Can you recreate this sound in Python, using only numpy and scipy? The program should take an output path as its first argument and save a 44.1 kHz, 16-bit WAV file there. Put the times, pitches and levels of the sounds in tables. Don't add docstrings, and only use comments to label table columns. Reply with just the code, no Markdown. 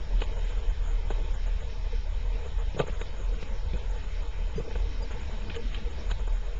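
import sys
import numpy as np
from scipy import signal
from scipy.fft import rfft, irfft, next_fast_len
from scipy.io import wavfile
from scipy.ndimage import uniform_filter1d

SR = 44100
rng = np.random.default_rng(int(sys.argv[2]) if len(sys.argv) > 2 else 0)


def wav_out(sig):
    wavfile.write(sys.argv[1], SR, np.round(np.clip(np.atleast_2d(sig).T, -1, 1) * 32767).astype(np.int16))


def natural_amplitude(level_db):
    exponent = np.asarray(level_db, float) / 20
    return 10 ** exponent


N = 290619

# pitch in Hz, width in Hz, relative level in the hum in dB,
# relative level under a knock in dB.
SHELL_MODES = [(450, 66.6, 6, 9), (452, 69, -27, 12.5), (598, 51, -15.5, -5.5), (641, 109, -1, -11.5),
               (880.6, 74, 0.5, -17.5), (1158, 36, -9.5, -5.5)]
# pitch in Hz, width in Hz, relative level in dB.
PLATE_MODES = [(1500, 210, 1.5), (2068, 230, 1), (2526, 68, 4), (3092, 120, 3.5), (3524, 100, -10),
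               (3790, 47, 4), (900, 110, -6.5), (1190, 110, -5)]
CRACK_TOP_HZ, SCRAPE_TOP_HZ = 4600, 4150


def rms_one(x):
    return x / np.sqrt(np.mean(x ** 2) + 1e-20)


def in_time(rows):
    s, *columns = np.transpose(rows)
    return [np.interp(np.arange(N) / SR, s, c) for c in columns]


def drift(per_s):
    steps = rng.standard_normal(1000)
    return rms_one(np.interp(np.arange(N) / SR * per_s, np.arange(1000), steps))


def bells_db(rows, spread, base_db):
    t, power = np.arange(N) / SR, natural_amplitude(2 * base_db)
    for centre_s, db, length_ms, *_ in rows:
        bell = np.exp(-((t - centre_s) * 1000 / (spread * length_ms)) ** 2)
        power = power + natural_amplitude(2 * db) * bell
    return 10 * np.log10(power)


def resonance(x, hz, width_hz):
    r = np.exp(-np.pi * width_hz / SR)
    feedback = [1, -2 * r * np.cos(2 * np.pi * hz / SR), r * r]
    return signal.lfilter([(1 - r * r) / 2, 0, (r * r - 1) / 2], feedback, x)


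def ringing(x, modes):
    return sum(natural_amplitude(db) * resonance(x, hz, width) * (-1) ** k for k, (hz, width, db) in enumerate(modes))


def band(x, low_hz, high_hz):
    return signal.sosfilt(signal.butter(3, [low_hz, high_hz], "band", fs=SR, output="sos"), x)


def coloured(spectrum, patchy_db):
    size = next_fast_len(N)
    octave = np.log2(np.maximum(np.fft.rfftfreq(size, 1 / SR), 1))
    points, db = np.transpose(spectrum)
    shape = natural_amplitude(np.interp(octave, np.log2(points), db, left=-99, right=-99))
    bins, out = rfft(rng.standard_normal(size)) * shape, 0
    for centre in np.arange(3, 13.5, 0.25):
        share = np.clip(1 - 4 * abs(octave - centre), 0, 1)
        if (share * shape).max() > 1e-4:
            out = out + irfft(bins * share, size)[:N] * natural_amplitude(patchy_db * drift(20))
    return rms_one(out)


def throb():
    # centre in seconds, peak level in dB, length in ms, pitch in Hz.
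    swells = [(0.17, -21.5, 67, 36.84), (0.29, -34, 71, 35.7), (0.46, -28, 110, 34.9),
              (0.57, -25.5, 37, 39.5), (0.69, -21.5, 39, 37.7), (0.82, -27.5, 28, 36.84),
              (0.93, -25.5, 114, 37), (1.2, -28, 170, 36.3), (1.32, -26, 35, 34.2),
              (1.52, -26.5, 113, 37.6), (1.66, -32, 49, 37.3), (1.83, -30.5, 70, 37.83),
              (1.96, -24.5, 61, 36.66), (2.1, -26.5, 46, 36.45), (2.17, -25.5, 26.6, 39.46),
              (2.28, -28, 99, 39.3), (2.43, -40, 45, 36.38), (2.58, -24.5, 111, 37.5),
              (2.69, -30, 47, 36.3), (2.83, -31, 26, 36.8), (2.91, -30.5, 26, 37), (2.95, -31.5, 150, 35.3),
              (3.11, -47, 34, 36.16), (3.28, -26.5, 110, 36.81), (3.58, -28.5, 129, 37.92),
              (3.74, -27.5, 38, 38.74), (3.88, -27, 83, 38.43), (4.21, -29.5, 132, 36.39),
              (4.44, -29.5, 204, 38.7), (4.6, -45, 46, 34.54), (4.75, -37, 39, 38.98),
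              (4.96, -34, 88, 38.46), (5.12, -32, 64, 36.4), (5.24, -32.5, 72, 33.4),
              (5.39, -33, 103, 35.44), (5.67, -30, 39, 38.77), (5.76, -43, 37, 37.16),
              (5.88, -34, 60, 36.86), (6.1, -24.5, 65.5, 37.75), (6.34, -26.5, 158, 38.08)]
    lull_db, lull_waver_db, spread = -40, 5, 0.49
    _, _, hz = in_time(swells)
    level_db = bells_db(swells, spread, lull_db + lull_waver_db * drift(5.1))
    phase = 2 * np.pi * np.cumsum(hz + 1.2 * drift(7)) / SR
    return np.sqrt(2) * natural_amplitude(level_db) * np.sin(phase)


def rumble(extra_db):
    # frequency in Hz, relative density in dB per Hz.
    spectrum = [(8, -14), (15, 3), (29, 2), (46, 3.5), (54, -3), (64, 2.5), (85, -6.5), (110, -16),
                (126, -19), (145, -14.5), (175, -23), (215, -39.5)]
    level_db, follows = -39, 0.19
    noise = coloured(spectrum, patchy_db=1.34)
    noise = noise / np.std(band(noise, low_hz=50, high_hz=110))
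    return natural_amplitude(level_db + follows * extra_db) * noise


def knocks():
    # start in seconds, shell peak in dB, thud level in dB, crack level in dB,
    # crack pitch in Hz.
    contacts = [(0.2172, -30, -40, -38.5, 2300), (0.2194, -36, -47, -39.5, 1200),
                (0.236, -50, -64, -48, 3100), (.699, -59, -51, -55, 1350), (1.103, -26.5, -42, -36.5, 900),
                (1.1035, -49, -60, -51, 2900), (1.107, -32, -42.5, -42.5, 1000),
                (1.12, -37, -62, -55, 3000), (1.112, -40, -47, -54, 2600), (1.342, -50, -62, -57, 1330),
                (2.746, -41, -36.5, -58, 2500), (2.764, -30, -44, -61, 1195),
                (2.772, -35, -38.5, -55, 1100), (2.7915, -27, -42, -39, 3300),
                (2.7935, -30, -45, -42, 1500), (2.7988, -13, -28, -33, 1150), (2.8, -40, -50, -38, 2100),
                (2.8055, -28, -38, -38, 1100), (2.813, -26, -38, -45, 3300), (2.822, -40, -41, -46, 1012),
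                (2.836, -30.5, -40, -54, 1000), (2.867, -39, -49, -51, 1500), (2.881, -31, -54, -52, 1700),
                (2.895, -37, -38.5, -51.5, 1915), (3.0131, -31, -44.5, -40.5, 1930),
                (3.199, -39, -52, -56, 1340), (3.4256, -34.5, -38.5, -46, 2183),
                (3.733, -43, -35, -52, 1200), (3.7335, -60, -60, -49.5, 3500), (3.742, -36, -44, -60, 1007),
                (3.75, -38, -43, -65, 1000), (3.758, -41, -44, -54, 900), (4.597, -31, -44, -62, 847),
                (4.603, -36.5, -39, -51, 900), (4.71, -39, -52, -50, 1500),
                (4.7545, -32.5, -47, -44.5, 1400), (4.759, -45, -55, -56, 3003), (4.8, -45, -74, -51, 987),
                (5.108, -35.5, -57, -51, 1200), (5.295, -37, -53, -64, 1172), (5.419, -49, -50, -50, 2200),
                (5.497, -57, -39, -43, 2440), (5.501, -57, -61, -44, 2300), (5.514, -55, -60, -50, 2700),
                (5.544, -55, -55, -49, 2420), (5.55, -46, -54, -47, 2000), (5.562, -51, -58, -44.5, 2630),
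                (5.744, -49, -59, -40.5, 2330), (5.979, -37.5, -49, -65, 1500),
                (6.1122, -45, -55, -42, 3500), (6.113, -35, -41.5, -40, 1500), (6.193, -40, -70, -56, 1500),
                (6.275, -36, -64, -53, 1296)]
    # pitch in Hz, width in Hz, relative level in dB.
    thud_modes = [(156, 146, 4.5), (204.6, 76, 3)]
    rise_ms, scrape_rise_ms = 0.27, 0.51
    hard_contact_ms, hard_db, softening = 2.2, -39, 0.24
    spot_db, spot_detune = 2, 0.017
    snap_height = 5.7
    length, head = 6000, 500
    t_ms, out = np.arange(length) / SR * 1000, np.zeros(N + length)
    scrape_noise = rng.standard_normal((len(contacts), length))
    spots = rng.standard_normal((len(contacts), 1 + len(SHELL_MODES) + len(PLATE_MODES)))
    modes = [(hz, width, db) for hz, width, _, db in SHELL_MODES] + PLATE_MODES
    upper_shell = [mode[:3] for mode in SHELL_MODES[2:]]
    for (s, shell_db, thud_db, crack_db, crack_hz), scrape, spot in zip(contacts, scrape_noise, spots):
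        detune = 1 + spot_detune * spot[0]
        struck = [(hz * detune, width, db + spot_db * chance)
                  for (hz, width, db), chance in zip(modes, spot[1:])]

        contact_ms = max(hard_contact_ms * natural_amplitude(softening * (hard_db - crack_db)), 0.3)
        onset = 1 - np.exp(-(t_ms / scrape_rise_ms) ** 2)
        force = scrape * np.exp(-t_ms / contact_ms) * onset + 1e-18
        push = force + 7.0 * (t_ms / rise_ms) * np.exp(-t_ms / rise_ms)
        snap = push + snap_height * (t_ms == 0)

        shell = band(ringing(push, struck[:len(SHELL_MODES)]), 270, 1400)
        thud = band(ringing(push, thud_modes), 86, 460)
        crack = ringing(snap, struck[len(SHELL_MODES):]) + 0.36 * snap + 2.0 * ringing(push, upper_shell)
        for _ in range(2):
            crack = resonance(crack, crack_hz, 1.22 * crack_hz)
        crack = band(band(crack, 0.58 * crack_hz, SCRAPE_TOP_HZ), 310, CRACK_TOP_HZ)

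        at = round(s * SR)
        out[at:at + length] += natural_amplitude(shell_db) * shell / abs(shell).max()
        for part, db in (thud, thud_db), (crack, crack_db):
            out[at:at + length] += natural_amplitude(db) * part / np.std(part[:head])
    return out[:N]


def scrapes():
    # centre in seconds, level in dB,
    # length in ms, centre pitch in Hz.
    strokes = [(0.215, -46.5, 37, 3100), (1.115, -56.5, 37, 1500), (2.46, -55, 40, 800),
               (2.62, -51, 37, 900), (2.752, -54, 34, 2583), (2.787, -49, 17.5, 2800),
               (2.81, -45.5, 39, 1100), (2.835, -54.5, 52, 2202), (2.89, -53, 51, 1990),
               (3.015, -55, 31, 2520), (3.422, -54, 35, 4600), (3.77, -56, 25, 750), (4.765, -62, 25, 3200),
               (5.125, -50.5, 51, 1800), (5.52, -55, 40, 2585), (5.553, -47, 34, 2480),
               (5.77, -49.5, 110, 2434), (6.11, -49, 31, 3240)]
    grit_per_s, grit_spread_db, spread = 3500, -5, 0.52
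    hits = rng.random(N) < grit_per_s / SR
    grain_db = grit_spread_db * np.minimum(rng.exponential(1, N), 3)
    grit = hits * natural_amplitude(grain_db) * rng.choice([-1, 1], N)
    out, reach = np.zeros(N), 4000
    for s, db, length_ms, hz in strokes:
        at = slice(round(s * SR) - reach, round(s * SR) + reach)
        top_hz = max(SCRAPE_TOP_HZ, 1.3 * hz)
        age_ms = np.arange(-reach, reach) * 1000 / SR
        stroke = np.exp(-(age_ms / (spread * length_ms)) ** 2)
        rub = resonance(grit[at], hz, 1.1 * hz)
        rub = band(band(rub, 480, top_hz), 360, top_hz)
        out[at] += natural_amplitude(db) * stroke * rms_one(rub)
    return out


def bumps():
    # start in seconds, peak in dB, pitch in Hz, time to the peak in ms.
    presses = [(.565, -48, 440, 7.8), (1.927, -38, 461, 6.5), (2.445, -40, 474, 7),
               (2.456, -35.5, 467, 5.1), (3.319, -38.5, 480, 7), (3.622, -47, 470, 8.5),
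               (4.388, -38, 451.6, 3.1), (4.556, -31, 180, 9.9), (4.57, -36, 136.3, 14),
               (4.577, -26.5, 430, 6.9), (4.643, -42, 467, 8.5), (4.676, -31.5, 463, 4.7),
               (4.85, -39, 435, 6), (5.151, -41, 488, 11), (5.318, -41.5, 216, 21), (5.401, -44, 212.3, 44),
               (5.553, -33.5, 461, 15), (5.589, -39, 462, 8.7), (5.862, -36.5, 464.6, 8.9)]
    t, out = np.arange(N) / SR, np.zeros(N)
    for s, peak_db, hz, swell_ms in presses:
        at = round(s * SR)
        age_s = t[:min(8000, N - at)]
        age = age_s * 1000 / swell_ms
        swell = (age * np.exp(1 - age)) ** 2
        tone = np.sin(2 * np.pi * hz * age_s + rng.uniform(0, 2 * np.pi))
        out[at:at + len(age)] += natural_amplitude(peak_db) * swell * tone
    return out


def rustle(flicker_db):
    usual_db, follows = -59, 0.9
    rub = rms_one(band(rng.standard_normal(N), 420, 1595))
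    return natural_amplitude(usual_db + follows * (flicker_db - np.median(flicker_db))) * rub


def pips():
    # start in seconds, length in ms, level in dB, pitch in Hz.
    tones = [(4.553, 47, -58, 4822), (4.553, 45, -60.5, 6170), (5.019, 30, -51, 4826)]
    edge_ms = 8.5
    t, out = np.arange(N) / SR, 0
    for s, length_ms, db, hz in tones:
        age_ms = (t - s) * 1000
        gate = np.clip(np.minimum(age_ms, length_ms - age_ms) / edge_ms, 0, 1)
        out = out + np.sqrt(2) * natural_amplitude(db) * gate * np.sin(2 * np.pi * hz * t)
    return out


def stir():
    # time in seconds, slosh level in dB.
    curve = [(0.0, -55), (0.33, -54), (0.83, -60), (1.17, -57), (2.11, -58.5), (2.9, -60), (3.21, -56),
             (3.65, -56), (4.22, -60), (4.48, -60), (4.61, -53.5), (5.29, -51), (6.04, -51), (6.15, -58),
             (6.44, -58), (6.59, -62)]
    return in_time(curve)[0]


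def slosh(stir_db):
    # frequency in Hz, relative density in dB per Hz.
    spectrum = [(160, -22.5), (195, -1), (250, -5), (310, -5.5), (360, -8), (410, -34.5)]
    return natural_amplitude(stir_db) * coloured(spectrum, patchy_db=5.0)


def shell_hum(extra_db):
    level_db, follows = -50, 0.083
    level_db = level_db + follows * extra_db + 0.22 * drift(4.1)
    sea = rng.standard_normal(N) * natural_amplitude(2.0 * drift(27))
    hum = band(ringing(sea, [mode[:3] for mode in SHELL_MODES]), 337, 1400)
    return natural_amplitude(level_db) * rms_one(hum)


def hiss(extra_db, flicker_db):
    # frequency in Hz, relative density in dB per Hz.
    spectrum = [(500, -21.5), (740, -12), (1260, -6), (2500, -1), (2810, -5.5), (3100, -3), (3950, -5),
                (4200, -9.5), (5000, -12), (5370, -6.5), (5600, -10), (6200, -19), (6400, -16.5),
                (7300, -34), (8500, -54.5)]
    direct_db, follows = -53, 0.19
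    duck_share, duck_hz = 0.81, 4220
    level_db = direct_db + follows * extra_db + 0.84 * drift(14)
    plate = band(ringing(rng.standard_normal(N), PLATE_MODES), 1100, CRACK_TOP_HZ)
    sea = coloured(spectrum, patchy_db=2.0) + natural_amplitude(-3.5) * rms_one(plate)
    sea = rms_one(sea)
    high = signal.sosfiltfilt(signal.butter(4, duck_hz, "high", fs=SR, output="sos"), sea)
    duck = natural_amplitude(-duck_share * (flicker_db - np.median(flicker_db)))
    return natural_amplitude(level_db) * (sea + high * (duck - 1))


def treble_flicker():
    # centre in seconds, peak level in dB, length in ms.
    flares = [(0.232, -56.5, 40), (0.383, -62.5, 30), (0.452, -62, 18), (0.509, -61, 23), (0.577, -68, 31),
              (0.702, -61.5, 27), (0.884, -60, 93), (1.112, -58.5, 30), (1.349, -58.5, 25),
              (1.474, -60.5, 26), (1.617, -63.5, 51), (2.471, -63.5, 35), (2.597, -59.5, 25),
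              (2.795, -51, 32), (2.876, -56, 13), (2.944, -61, 44), (3.012, -58.5, 44), (3.214, -62, 90),
              (3.339, -65, 29), (3.772, -60.5, 23), (3.909, -59, 22), (3.969, -62.5, 33), (4.041, -65, 19),
              (4.23, -62, 19), (4.593, -67.5, 77), (4.782, -65, 52), (5.03, -63.5, 25), (5.12, -56.5, 20),
              (5.215, -60, 26.0), (5.313, -63.5, 24), (5.568, -57, 28), (5.72, -65.5, 44),
              (5.91, -61.5, 28), (6.111, -53.5, 28), (6.205, -61, 25), (6.278, -59.5, 16.2),
              (6.357, -64.5, 54)]
    calm_db, calm_waver_db, spread = -70, -2, 0.43
    return bells_db(flares, spread, calm_db + calm_waver_db * drift(24))


def top_band(flicker_db):
    edges = signal.cheby2(14, 60, [6310, 7360], "band", fs=SR, output="sos")
    white = rng.standard_normal(N)
    strip = rms_one(signal.sosfilt(edges, white))
    return natural_amplitude(flicker_db) * (strip + natural_amplitude(-16) * rms_one(band(white, 4900, 7920)))


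def slotted(x):
    share, depth_db, low_hz, high_hz = 0.006, -26, 230, 4000
    hz, _, cells = signal.stft(x, SR, nperseg=1024)
    in_range = ((hz > low_hz) & (hz < high_hz))[:, None]
    opens = (rng.random(cells.shape) < share) * in_range * 1.0
    spread = uniform_filter1d(uniform_filter1d(opens, size=3, axis=0), size=5, axis=1)
    shut = spread > 1e-3
    return signal.istft(cells * natural_amplitude(depth_db * shut), SR, nperseg=1024)[1][:N]


def scene():
    stir_db = stir()
    extra_db = stir_db - np.median(stir_db)
    flicker_db = treble_flicker()
    water = rumble(extra_db) + slosh(stir_db) + shell_hum(extra_db) + hiss(extra_db, flicker_db)
    noises = slotted(water + scrapes() + rustle(flicker_db))
    mix = throb() + noises + pips() + top_band(flicker_db) + knocks() + bumps()
    return mix[None]


def top_cut(x):
    return signal.sosfilt(signal.butter(12, 9060, fs=SR, output="sos"), x)


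def record(dry):
    offset = -0.0181
    return top_cut(dry + offset)


dry = scene()
out = record(dry)
wav_out(out)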